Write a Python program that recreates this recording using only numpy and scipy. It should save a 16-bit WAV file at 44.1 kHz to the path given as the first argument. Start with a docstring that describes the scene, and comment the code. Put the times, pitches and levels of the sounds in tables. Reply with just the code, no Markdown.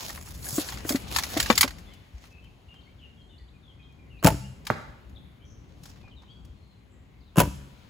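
"""Close to the microphone, arrows are pushed about in a quiver: feathers rustle as grainy noise, shafts clack
and points knock the tube as ringing modes with noise, and wind thumps the microphone as a low mode.
In the background lie a low rumble, a smooth hiss and blurred far birds, all filtered noise.
In the quiet wood a songbird whistles in gliding sines, and leaves snap as short noise bursts.
A bow is then loosed in stages of crack, grip and limb; its arrow brushes leaves and thuds into far foam.
Feathers and cloth rub again as the bow is lowered, then it is loosed once more. Trees echo the sounds."""
import sys
import numpy as np
from scipy import signal
from scipy.fft import rfft, irfft
from scipy.io import wavfile

SR = 44100
rng = np.random.default_rng(int(sys.argv[2]) if len(sys.argv) > 2 else 0)


def dump_mix(stems):
    """Bounce the given channels to the path in sys.argv[1] as a 16-bit WAV at rate SR."""
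    frames = np.atleast_2d(stems).T  # one column per channel
    limited = np.clip(frames, -1, 1)  # hard clip at full scale
    pcm = np.round(limited * 32767).astype(np.int16)
    wavfile.write(sys.argv[1], SR, pcm)


N = 347949
T = np.arange(N) / SR   # s


def amp(db):
    """Decibels to gain."""
    return 10 ** (np.asarray(db) / 20)


def rms_one(x):
    """Scale to rms 1."""
    return x / np.sqrt(np.mean(x ** 2) + 1e-20)


def at_hz(points, hz):
    """Read a table on a log-frequency axis."""
    table = np.array(points)
    return np.interp(np.log(hz), np.log(table[:, 0]), table[:, 1])


def drift(rate):
    """Random points of spread 1, joined by straight lines; rate is points per second."""
    steps = rng.standard_normal(int(N / SR * 100) + 2)
    return np.interp(T * np.clip(rate, .1, 99), np.arange(len(steps)), steps)


# Likeness of the two sides of the noise. Each row: frequency in Hz, left-right correlation.
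LIKENESS = [(60, 0.94), (300, 0.57), (700, 0.029), (3000, 0.19), (7000, 0.35)]
EDGES = 25 * 2 ** np.arange(0, 9.6, .5)   # half-octave band edges, Hz


def bands(length=N):
    """Half-octave bands of stereo noise, as (centre Hz, left and right)."""
    white = rng.standard_normal((2, 2, length))
    for k, (low, high) in enumerate(zip(EDGES, EDGES[1:])):
        band = signal.butter(2, [low, high], "band", fs=SR, output="sos")
        mid, side = signal.sosfilt(band, white[k % 2])
        hz = np.sqrt(low * high)
        alike = np.clip(at_hz(LIKENESS, hz), -1, 1)
        yield hz, np.sqrt(1 + alike) * mid + np.sqrt(1 - alike) * side * [[1], [-1]]


def band_noise(hz, width_hz, shape):
    """A narrow band of noise of rms 1."""
    band = signal.butter(2, [hz - width_hz / 2, hz + width_hz / 2], "band", fs=SR, output="sos")
    return rms_one(signal.sosfilt(band, rng.standard_normal(shape)))


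def add(out, s, sound, pan_db=0.):
    """Mix a short sound, mono or stereo, in at time s; pan_db is how much louder the left is made."""
    i = round(s * SR)
    out[:, i:i + sound.shape[-1]] += sound[..., :N - i] * amp([[pan_db / 2], [-pan_db / 2]])


def swell(sound, rise_s):
    """A soft contact takes a moment to build up."""
    return sound * np.minimum(T[:sound.shape[-1]] / rise_s, 1)


def strike(modes, spread_db, tilt=0., detune=0., wide=.5):
    """One blow rings every mode with a strength and pitch shift of its own."""
    hz, db, t60 = np.transpose(modes)[:, :, None]
    chance = rng.standard_normal((len(modes), 3))
    hz = hz * np.exp(detune * chance[:, 1:2])
    t = T[:int(SR * t60.max()) + 64]
    gain = amp(db + spread_db * chance[:, :1] + tilt * np.log2(hz / 3000) - 60 * t / t60)
    gain = gain * (-1.) ** np.arange(len(modes))[:, None]   # neighbouring modes start in opposite sense
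    skew = wide * np.minimum(hz / 2000, 1) * chance[:, 2:]   # phase, parting the sides more at high modes
    return np.array([np.sum(gain * np.sin(2 * np.pi * hz * t + side * skew), axis=0) for side in (1, -1)])


def burst(t60, tone, tilt=0., rise_s=0.00048, own=0.71):
    """Coloured noise that swells fast and dies away; each side hears a part of its own."""
    white, t = rng.standard_normal((3, 8192)), T[:8192]
    hz = np.fft.rfftfreq(8192, 1 / SR) + 1
    shape = amp(at_hz(tone, hz) + tilt * np.log2(hz / 3000)) * (hz > tone[0][0] / 2)
    noise = rms_one(irfft(rfft(white[0] + own * white[1:]) * shape))   # rms 1 before it fades
    return noise * amp(-60 * t / max(t60, .004)) * np.minimum(t / rise_s, 1)


# Feathers and cloth rubbing, first at the quiver, later as the bow is lowered.
# Each row: time in seconds, level in dB, relative brightness in dB.
RUSTLE = [
    [(0.0, -36.5, -4.5), (0.12, -39.5, -4), (0.15, -41.5, -5.5), (0.4, -55.5, 0), (0.43, -44.5, 2.5),
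     (0.56, -38.5, 5.5), (0.62, -36, -3), (0.79, -45, -5.5), (0.83, -52, -5), (0.9, -39, 9),
     (0.97, -40.5, 1), (1.07, -48, -7), (1.12, -34, -10), (1.4, -32.5, -10.5), (1.56, -30, -9.5),
     (1.72, -60, -11), (2.1, -70.5, -10.5), (2.25, -51.5, -11), (2.5, -103, -13.5)],
    [(5.55, -68, -20), (5.78, -59, -16), (5.86, -53, -7), (6.1, -61, -33), (6.14, -68, -29)],
]
# Colour of rubbed feathers, shaft splash and leaves. Each row: frequency in Hz, relative dB per Hz.
RUSTLE_TONE = [(300, -4), (700, 3), (1500, -2), (3000, -3), (5000, 0), (8000, -8.5), (12000, -9),
               (16000, -12.5)]


def rustle():
    """Barbs slip in dense uneven grains with crackling ticks among them, duller or brighter by turns."""
    gain, bright = np.zeros(N), np.zeros(N)
    for rows in RUSTLE:
        s, db, bright_db = np.transpose(rows)
        on = (T >= s[0]) & (T <= s[-1])
        gain[on] = amp(np.interp(T[on], s, db))
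        bright[on] = np.interp(T[on], s, bright_db)
    chance_of_tick = 160 * amp(6 * drift(12)) / SR   # ticks come in clumps
    ticks = (rng.random(N) < chance_of_tick) * np.minimum(rng.exponential(1, N), 4)
    ticks = 1 + .7 * signal.lfilter([1], [1, -.988], ticks)   # each tick dies within a few ms
    grain = 2.5 * drift(70) + 1.2 * drift(15)   # dB, shared by all bands
    rub = 0
    for hz, band in bands():
        if hz > 200:
            treble_db = np.clip(np.log2(hz / 4000), 0, 1) * (bright + 8)
            rub = rub + amp(at_hz(RUSTLE_TONE, hz) + grain + 2.7 * drift(25)) * band * amp(treble_db)
    return gain * rms_one(ticks * rub)


# Background bed, raised while the quiver is handled and after the second shot.
# Each row: time in seconds, low rumble in relative dB, smooth hiss in relative dB.
BED = [(0.0, -48.5, -74.5), (0.72, -44, -53.5), (1.551, -38.5, -57), (2.1, -51.5, -68), (3.6, -51.5, -74),
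       (4.799, -47.5, -68.5), (5.4, -49.5, -71.5), (6.0, -49, -72), (7.3, -53.5, -73), (7.55, -44, -65),
       (7.89, -52.5, -64.5)]
# Colour of the low rumble. Each row: frequency in Hz, relative dB per Hz.
RUMBLE_TONE = [(25, -22.5), (40, -8), (60, -1), (100, -5.5), (200, -12.5), (400, -24), (800, -38.5)]
# Colour of the smooth hiss. Each row: frequency in Hz, relative dB per Hz.
HISS_TONE = [(200, -3), (500, -0.5), (1000, 4), (1600, -2.5), (2500, -1), (4000, -7.5), (6000, -14.5),
             (10000, -20.5), (16000, -22)]
BED_LEFT_DB = 1.62   # left raised and right lowered by this


def background_bed():
    """Lumpy low rumble and smooth hiss, both raised while the quiver is handled and after the second shot."""
    s, rumble_db, hiss_db = np.transpose(BED)
    slow, rumble, hiss = drift(7.6), 0, 0
    for hz, band in bands():
        lumps_db = 2.0 * slow + 1.1 * drift(19)
        rumble = rumble + amp(at_hz(RUMBLE_TONE, hz) - 60 * (hz > 900) + lumps_db) * band
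        hiss = hiss + amp(at_hz(HISS_TONE, hz) - 60 * (hz < 200) + 1.8 * drift(3.6)) * band
    low = amp(np.interp(T, s, rumble_db)) * rms_one(rumble)
    high = amp(np.interp(T, s, hiss_db) + 6) * rms_one(hiss)
    return amp([[BED_LEFT_DB], [-BED_LEFT_DB]]) * (low + high)


# Farther birds blurred into soft bands. Each row: centre in Hz, width in Hz, middle level in dB.
CHORUS = [(2100, 430, -77.5), (2630, 500, -84.5), (3472, 960, -81)]


def chorus():
    """Narrow bands of noise that come and go like distant phrases."""
    out = 0
    for hz, width_hz, db in CHORUS:
        out = out + amp(db + 3.9 * drift(11)) * band_noise(hz, width_hz, (2, N))
    return out


# The clear clacks of shaft against shaft. Each row: start in seconds, relative level in dB,
# tilt in dB per octave.
CLACKS = [(0.0979, -28.5, -7), (0.1746, -33, -7.5), (0.2736, -37.5, -4), (0.428, -38.5, 13.5),
          (0.5978, -30, -2), (0.6867, -25, -2.5), (0.7222, -26.5, -7), (0.8911, -13, 1.5), (0.922, -20, 5),
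          (0.9555, -18.5, -0.5), (1.1613, -8.5, 0.5), (1.1848, -11.5, -0.5), (1.2343, -18, 1),
          (1.3718, -15, 0), (1.4002, -8, 0.5), (1.4269, -18, 3), (1.4593, -19, -2.5), (1.5006, -4, -6.5),
          (1.5536, -21.5, 10), (1.5771, -6.5, 2), (1.6086, -0.5, 3.5), (1.6297, -6, -2.5),
          (1.677, -23.5, -2), (1.7058, -31, -2.5), (1.7837, -41, 1), (1.9354, -45.5, 2),
          (2.2385, -39, -5.5)]
# Ringing modes of a shaft. Each row: frequency in Hz, relative level in dB, 60 dB decay in seconds.
SHAFT = [(1100, -6, .03), (1360, -8, .025), (1850, -1, .04), (2210, -2, .035), (2900, -6, .025),
         (3430, -6, .025), (3830, -3, .03), (4300, -4, .025), (4680, -1, .025), (5400, -4, .02),
         (6910, -3, .025), (7720, -5, .02)]
CLACK_T60_S, CLACK_LEFT_DB, CLACK_SCATTER_DB = 0.068, 0.3, 5.5
# light touches between the clacks; the tilt is per octave, either way
TOUCH_OVER_RUSTLE_DB, TOUCH_SPREAD_DB, TOUCH_TILT_DB, TOUCH_T60_S, STIR_END_S = 9, 5, 3, 0.05, 1.9


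def shafts(out):
    """Shafts ring briefly under a splash of noise, pitches shifted by touching neighbours."""
    stir_s, stir_db, _ = np.transpose(RUSTLE[0])
    luck = rng.random((16, 3))
    when = STIR_END_S * luck[:, 0]
    touch_db = np.interp(when, stir_s, stir_db) + TOUCH_OVER_RUSTLE_DB + TOUCH_SPREAD_DB * (2 * luck[:, 1] - 1)
    touches = zip(when, touch_db, TOUCH_TILT_DB * (2 * luck[:, 2] - 1))
    for rows, t60 in ((CLACKS, CLACK_T60_S), (touches, TOUCH_T60_S)):
        for s, db, tilt in rows:
            pan_db = CLACK_LEFT_DB + CLACK_SCATTER_DB * rng.standard_normal()
            ring = strike(SHAFT, spread_db=3.5, tilt=tilt, detune=.08, wide=1.2)
            splash = burst(t60, RUSTLE_TONE[2:], tilt, rise_s=0.003, own=0.48)
            add(out, s, amp(db - 11) * swell(ring, 0.0015), pan_db)
            add(out, s, amp(db - 10.0) * splash, pan_db)


# Soft low thumps of wind on the microphone. 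Each row: start in seconds, relative level in dB.
WIND_THUMPS = [(0.175, -45), (0.733, -23), (2.136, -25.5), (3.411, -32), (6.49, -31.5)]
THUMP_HZ, THUMP_T60_S = 61.6, 0.103


def wind_thumps(out):
    """Wind on the microphone gives a soft thump, made as one low mode with a gentle start."""
    for s, db in WIND_THUMPS:
        thump = strike([(THUMP_HZ, 0, THUMP_T60_S)], spread_db=0)
        add(out, s, amp(db) * swell(thump, .012), pan_db=2.5)


# Arrow points knocking the quiver tube. Each row: start in seconds, relative level in dB,
# tube note in Hz, sharpness of the contact in dB.
KNOCKS = [(0.472, -40, 274, -12), (0.527, -29.5, 128.5, -19), (0.581, -14.5, 297.4, -13),
          (0.848, -20.5, 306, -12), (0.905, -16, 267, -12.5), (0.926, -21.5, 303, -13.5),
          (0.946, -11.5, 266, -18.5), (1.366, -13, 300, -11.5), (1.5, -12, 226, -5),
          (1.64, -15.5, 263, -10)]
# Dull buzz of wood, leather and foam. 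Each row: frequency in Hz, relative dB per Hz.
GRIP_TONE = [(200, -5), (300, 4), (600, 2), (1000, -12), (1800, -10.5), (3000, -20), (6000, -35)]
TUBE_RING_CYCLES = 16   # cycles to fall 60 dB


def knocks(out):
    """The tube answers each point with a hollow note, and its wall with a woody noise."""
    for s, db, hz, sharp_db in KNOCKS:
        t60 = TUBE_RING_CYCLES / hz
        tube = [(hz, 0, t60), (2.2 * hz, sharp_db, 1.1 * t60),
                (1100, sharp_db, .018), (1500, sharp_db - 3.5, .015), (1900, sharp_db - 5.0, .015)]
        add(out, s, amp(db) * swell(strike(tube, spread_db=1.5), 0.0029), pan_db=1.5)
        add(out, s, amp(db + sharp_db) * burst(0.073, GRIP_TONE, rise_s=.002), pan_db=3.5)


def close_sounds():
    """Shaft clacks, tube knocks and wind thumps, all close to or on the microphone."""
    out = np.zeros((2, N))
    shafts(out)
    knocks(out)
    wind_thumps(out)
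    return out


# Echo decay among the trees. Each row: frequency in Hz, 60 dB decay in seconds.
ECHO_T60 = [(100, 0.3), (500, 0.78), (1500, 0.68), (4000, 0.68), (10000, 0.64), (16000, 0.45)]
# Echo colour among the trees. Each row: frequency in Hz, relative level in dB.
ECHO_TONE = [(100, -24.5), (500, -38), (2000, -30.5), (6000, -24.5), (16000, -34.5)]


def trees(x):
    """Trunks scatter a diffuse tail that builds up fast and dies band by band."""
    t = T[:SR]
    tail = 0
    for hz, band in bands(SR):
        if hz > 80:
            tail = tail + amp(at_hz(ECHO_TONE, hz) - 60 * t / at_hz(ECHO_T60, hz)) * band
    tail = 0.076 * tail * np.minimum(t / 0.017, 1)
    return signal.fftconvolve(x.mean(axis=0)[None], tail)[:, :N]


# Songbird notes. Each row: start in seconds, length in seconds, start pitch in Hz, end pitch in Hz,
# relative level in dB.
SONG = [(1.856, .055, 3500, 3400, -54), (1.88, .05, 1990, 2150, -55.5), (1.905, .05, 3150, 2890, -57),
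        (2.31, .1, 2598, 2603, -56.5), (2.425, .035, 3010, 3110, -58.5), (2.455, .025, 3000, 2398, -59),
        (2.685, .05, 2840, 2866, -50), (2.713, .016, 2700, 2300, -65), (2.745, .065, 3090, 3170, -57.5),
        (2.808, .018, 4700, 3340, -58), (2.83, .043, 4510, 4400, -69), (2.859, .055, 2060, 2350, -60),
        (2.985, .05, 3680, 2473, -57.5), (3.02, .05, 3050, 2766, -50.5), (3.17, .075, 3275, 3150, -58.5),
        (3.214, .022, 4420, 3900, -68.5), (3.286, .09, 3610, 3476, -61.5), (3.3, .06, 3040, 2820, -60.5),
        (3.39, .05, 2040, 1857, -66), (3.379, .014, 3740, 4820, -61), (3.482, .014, 2890, 4260, -57),
        (3.53, .05, 2550, 2420, -62.5), (3.627, .09, 3700, 3150, -60.5), (3.7, .028, 3300, 2900, -65.5),
        (3.79, .036, 2484, 2452, -56.5), (3.8, .07, 3220, 3235, -60), (3.826, .016, 3380, 4200, -66.5),
        (3.836, .016, 4200, 3330, -64.5), (3.876, .02, 3810, 3100, -68), (3.88, .05, 2510, 2390, -65.5),
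        (3.985, .06, 2466, 2340, -63), (4.1, .11, 2890, 2440, -57.5), (4.186, .03, 3580, 4780, -59.5),
        (4.42, .05, 2700, 2870, -50.5), (5.15, 0.011, 3200, 3970, -62), (5.16, 0.017, 3920, 3320, -54),
        (5.171, 0.013, 3330, 3900, -58), (5.399, .06, 2330, 2295, -67), (5.41, .045, 2910, 3280, -59),
        (6.002, 0.037, 2660, 2560, -65), (6.026, .07, 2534, 2414, -56), (6.112, .035, 3200, 2850, -54.5),
        (6.158, 0.051, 4150, 3420, -56.5), (6.278, .07, 3064, 3370, -54.5), (6.3, .05, 4455, 4530, -66),
        (6.56, .22, 4290, 4090, -70), (6.719, 0.13, 2140, 2090, -78), (6.921, 0.14, 1945, 1900, -72.5),
        (7.11, .14, 2180, 2140, -76.5), (7.207, .02, 4860, 4060, -67), (7.228, .016, 4200, 3430, -68),
        (7.246, 0.027, 4000, 4050, -67), (7.264, 0.042, 4000, 3530, -67)]
GLIDE_EASE, SONG_LEFT_DB = 0.72, 3.5   # ease under 1: the glide is quickest at its start


def whistles(out):
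    """Each note is a gliding sine, unsteady in pitch."""
    wobble = np.exp(.012 * drift(99))
    for s, length, start_hz, end_hz, db in SONG:
        u = np.linspace(0, 1, int(length * SR))
        hz = (start_hz + (end_hz - start_hz) * u ** GLIDE_EASE) * wobble[round(s * SR):][:len(u)]
        tone = np.sin(2 * np.pi * np.cumsum(hz) / SR)
        add(out, s, amp(db) * np.sin(np.pi * u) ** 0.28 * tone, SONG_LEFT_DB)


# A high wheezy call. Each row: start in seconds, length in seconds, centre in Hz, width in Hz,
# relative level in dB.
WHEEZE = [(5.446, 0.11, 5910, 665, -67), (6.892, 0.09, 7470, 602, -78)]


def wheezes(out):
    """Each wheeze is a narrow hiss that swells and fades."""
    for s, length, hz, width_hz, db in WHEEZE:
        hiss = band_noise(hz, width_hz, SR // 2)[:int(length * SR)]
        add(out, s, amp(db) * hiss * np.sin(np.linspace(0, np.pi, len(hiss))) ** 0.55, pan_db=6.0)


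FLUTTER_HZ, FLUTTER_DEPTH = 220, 0.53   # low-pass edge and depth of the roughening


def birds():
    """Far calls waver in strength, roughened by the many paths through the leaves."""
    out, waver = np.zeros((2, N)), amp(2.5 * drift(60))
    whistles(out)
    wheezes(out)
    flutter = signal.sosfilt(signal.butter(2, FLUTTER_HZ, fs=SR, output="sos"), rng.standard_normal((2, N)))
    return out * waver * (1 + FLUTTER_DEPTH * rms_one(flutter))


# Leaves and twigs brushed or snapped. Each row: start in seconds, relative level in dB,
# tilt in dB per octave.
SNAPS = [(2.44, -48, -1.5), (2.739, -43, -5.5), (3.922, -57, 1.5), (4.65, -35, 1), (4.667, -15, -3),
         (5.093, -51, 1), (5.833, -34.5, 1.5), (5.854, -32.5, -1.5), (5.88, -46, -5.5), (5.957, -42, -6),
         (6.038, -42, -17), (6.075, -40, -14), (6.219, -41.5, -6), (6.232, -43, -8.5), (6.448, -45, .5)]
SNAP_T60_S = 0.046


def leaves():
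    """Small dry snaps of noise."""
    out = np.zeros((2, N))
    for s, db, tilt in SNAPS:
        snap = burst(SNAP_T60_S, RUSTLE_TONE[2:], tilt, rise_s=0.004)
        add(out, s, amp(db - 8.5) * snap, pan_db=4.0)
    return out


# Looses. Each row: finger slip in seconds, strength in dB, seconds until the shaft slaps the bow,
# crack of that slap in dB.
SHOTS = [(4.227, 0.5, .018, -14.5), (7.358, -0.5, 0.025, -18.5)]
# Stages of every loose: finger slip, arrow runs, limbs swing home, slam, swing back, string slaps, rebounds.
# Each row: seconds after the slip, then crack, grip and limb in relative dB.
STAGES = [(0.0, -41.5, -29, -50), (0.0107, -29, -29, -36), (.018, -31, -23.5, -8.5),
          (.024, -26.5, -15, -5.5), (.035, -18, -19.5, -17.5), (.043, -13.5, -10.5, -21.5),
          (.049, -23, -20.5, -26)]
# Modes of the bow limbs. Each row: frequency in Hz, relative level in dB, 60 dB decay in seconds.
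LIMBS = [(66, -19, 0.545), (129.34, -27, 0.85), (197.3, -29, 0.77), (172, 3.5, 0.031), (92, -1, 0.037),
         (280.3, -11.5, 0.083)]
# Modes of the grip. Each row: frequency in Hz, relative level in dB, 60 dB decay in seconds.
GRIP = [(480, 0.5, 0.024), (603.5, 0, 0.1), (715, 1, 0.024), (956, 0.5, 0.093), (1214, 0, 0.03),
        (1570, -0.5, .03), (2834, 2.5, 0.014)]
# Colour of the crack. Each row: frequency in Hz, relative dB per Hz.
CRACK_TONE = [(1000, -2), (2000, 4.5), (4000, -0.5), (7000, -0.5), (11000, -0.5), (16000, -1.5)]
CRACK_T60_S, SLAP_T60_S, CRACK_LEFT_DB = 0.036, 0.028, 3.5
# the string then shudders four times: spacing in seconds, then first crack, grip and limb in relative dB
SETTLE_S, SETTLE_CRACK_DB, SETTLE_GRIP_DB, SETTLE_LIMB_DB = .017, -24.5, -21, -20.5
CRACK_LOSS_DB, GRIP_LOSS_DB, LIMB_LOSS_DB = 9, 7.5, -0.1   # dB lost per shudder; negative: the limbs grow slightly


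def bow():
    """Each stage shakes the limbs, buzzes in the grip and cracks in the treble."""
    out = np.zeros((2, N))
    shudders = [(STAGES[-1][0] + SETTLE_S * (k + .5) ** 1.1,
                 SETTLE_CRACK_DB - CRACK_LOSS_DB * k,
                 SETTLE_GRIP_DB - GRIP_LOSS_DB * k,
                 SETTLE_LIMB_DB - LIMB_LOSS_DB * k) for k in range(4)]
    for slip_s, shot_db, slap_s, slap_db in SHOTS:
        add(out, slip_s + slap_s, amp(slap_db) * burst(SLAP_T60_S, CRACK_TONE, own=.9), CRACK_LEFT_DB)
        for after_s, crack_db, grip_db, limb_db in list(STAGES) + shudders:
            s = slip_s + after_s
            crack = burst(CRACK_T60_S, CRACK_TONE, own=0.7)
            grip_ring = swell(strike(GRIP, spread_db=0.0, detune=0.063), .001)
            grip_buzz = burst(0.076, GRIP_TONE, rise_s=0.0055)
            limb_ring = swell(strike(LIMBS, spread_db=0.5, detune=0.04), 0.0015)
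            add(out, s, amp(shot_db + crack_db) * crack, CRACK_LEFT_DB)
            add(out, s, amp(shot_db + grip_db - 5.5) * grip_ring, pan_db=-2.1)
            add(out, s, amp(shot_db + grip_db - 3.5) * grip_buzz, pan_db=4.0)
            add(out, s, amp(shot_db + limb_db) * limb_ring, pan_db=2.5)
    return out


# The arrow at the target. Each row: start in seconds, relative level in dB.
THUD = [(4.701, -9.5)]
# Modes of the foam. Each row: frequency in Hz, relative level in dB, 60 dB decay in seconds.
FOAM = [(120, -16.5, 0.0647), (216.6, -15, 0.059), (567, -7.5, 0.036), (839, -1.5, 0.013),
        (1200, 5.5, 0.0061), (1500, 6, 0.0055), (2024, 6, 0.0064), (3800, -10, 0.0073)]


def target():
    """A dull thud of short-lived foam modes and noise, answered at once by the ground."""
    out = np.zeros((2, N))
    for s, db in THUD:
        thud = amp(db) * swell(strike(FOAM, spread_db=3.0, wide=0.3), 0.002)
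        ground = amp(-9.5) * signal.lfilter([.08], [1, -.92], thud)   # dulled reflection
        add(out, s, thud, pan_db=-3.5)
        add(out, s + 0.0076, ground, pan_db=-4.0)
        add(out, s, amp(db - 11) * burst(0.07, GRIP_TONE, rise_s=0.0038), pan_db=7.0)
    return out


def scene():
    """Near quiver and bow with a little echo of the trees, far target and birds deep in it."""
    shots, thud, snaps, song, near = bow(), target(), leaves(), birds(), close_sounds()
    echo = trees(shots + amp(11.0) * thud + amp(7.5) * snaps + amp(-14.5) * near + amp(10.5) * song)
    foreground = near + rustle() + shots + thud + snaps + amp(-2.5) * song
    return foreground + echo + chorus() + background_bed()


SHARED_HZ, TURN_HZ = 6890, 4134   # treble fully shared from here; each half turn of phase spans TURN_HZ
LOW_CUT_HZ, STOP_HZ = 40, 16900   # bass roll-off; treble is 70 dB down from STOP_HZ up


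def record(dry):
    """The top treble is common to both sides, its phase turned apart; peaks clip, both ends are cut."""
    hz, sides = np.fft.rfftfreq(N, 1 / SR), rfft(dry)
    turn = np.pi * np.clip(hz - SHARED_HZ, 0, 2 * TURN_HZ) / TURN_HZ
    common = amp(4.0) * sides.mean(axis=0) * np.exp(1j * turn * [[-1], [1]])
    share = np.sin(np.pi / 2 * np.clip(hz / 1000 - SHARED_HZ / 1000 + 1, 0, 1)) ** 2   # over 1 kHz
    sides = share * common + (1 - share) * sides
    wet = signal.sosfilt(signal.butter(3, LOW_CUT_HZ, "high", fs=SR, output="sos"), irfft(sides, N))
    return signal.sosfilt(signal.cheby2(12, 70, STOP_HZ, fs=SR, output="sos"), np.clip(wet, -1, 1))


dry = scene()
out = record(dry)
dump_mix(out)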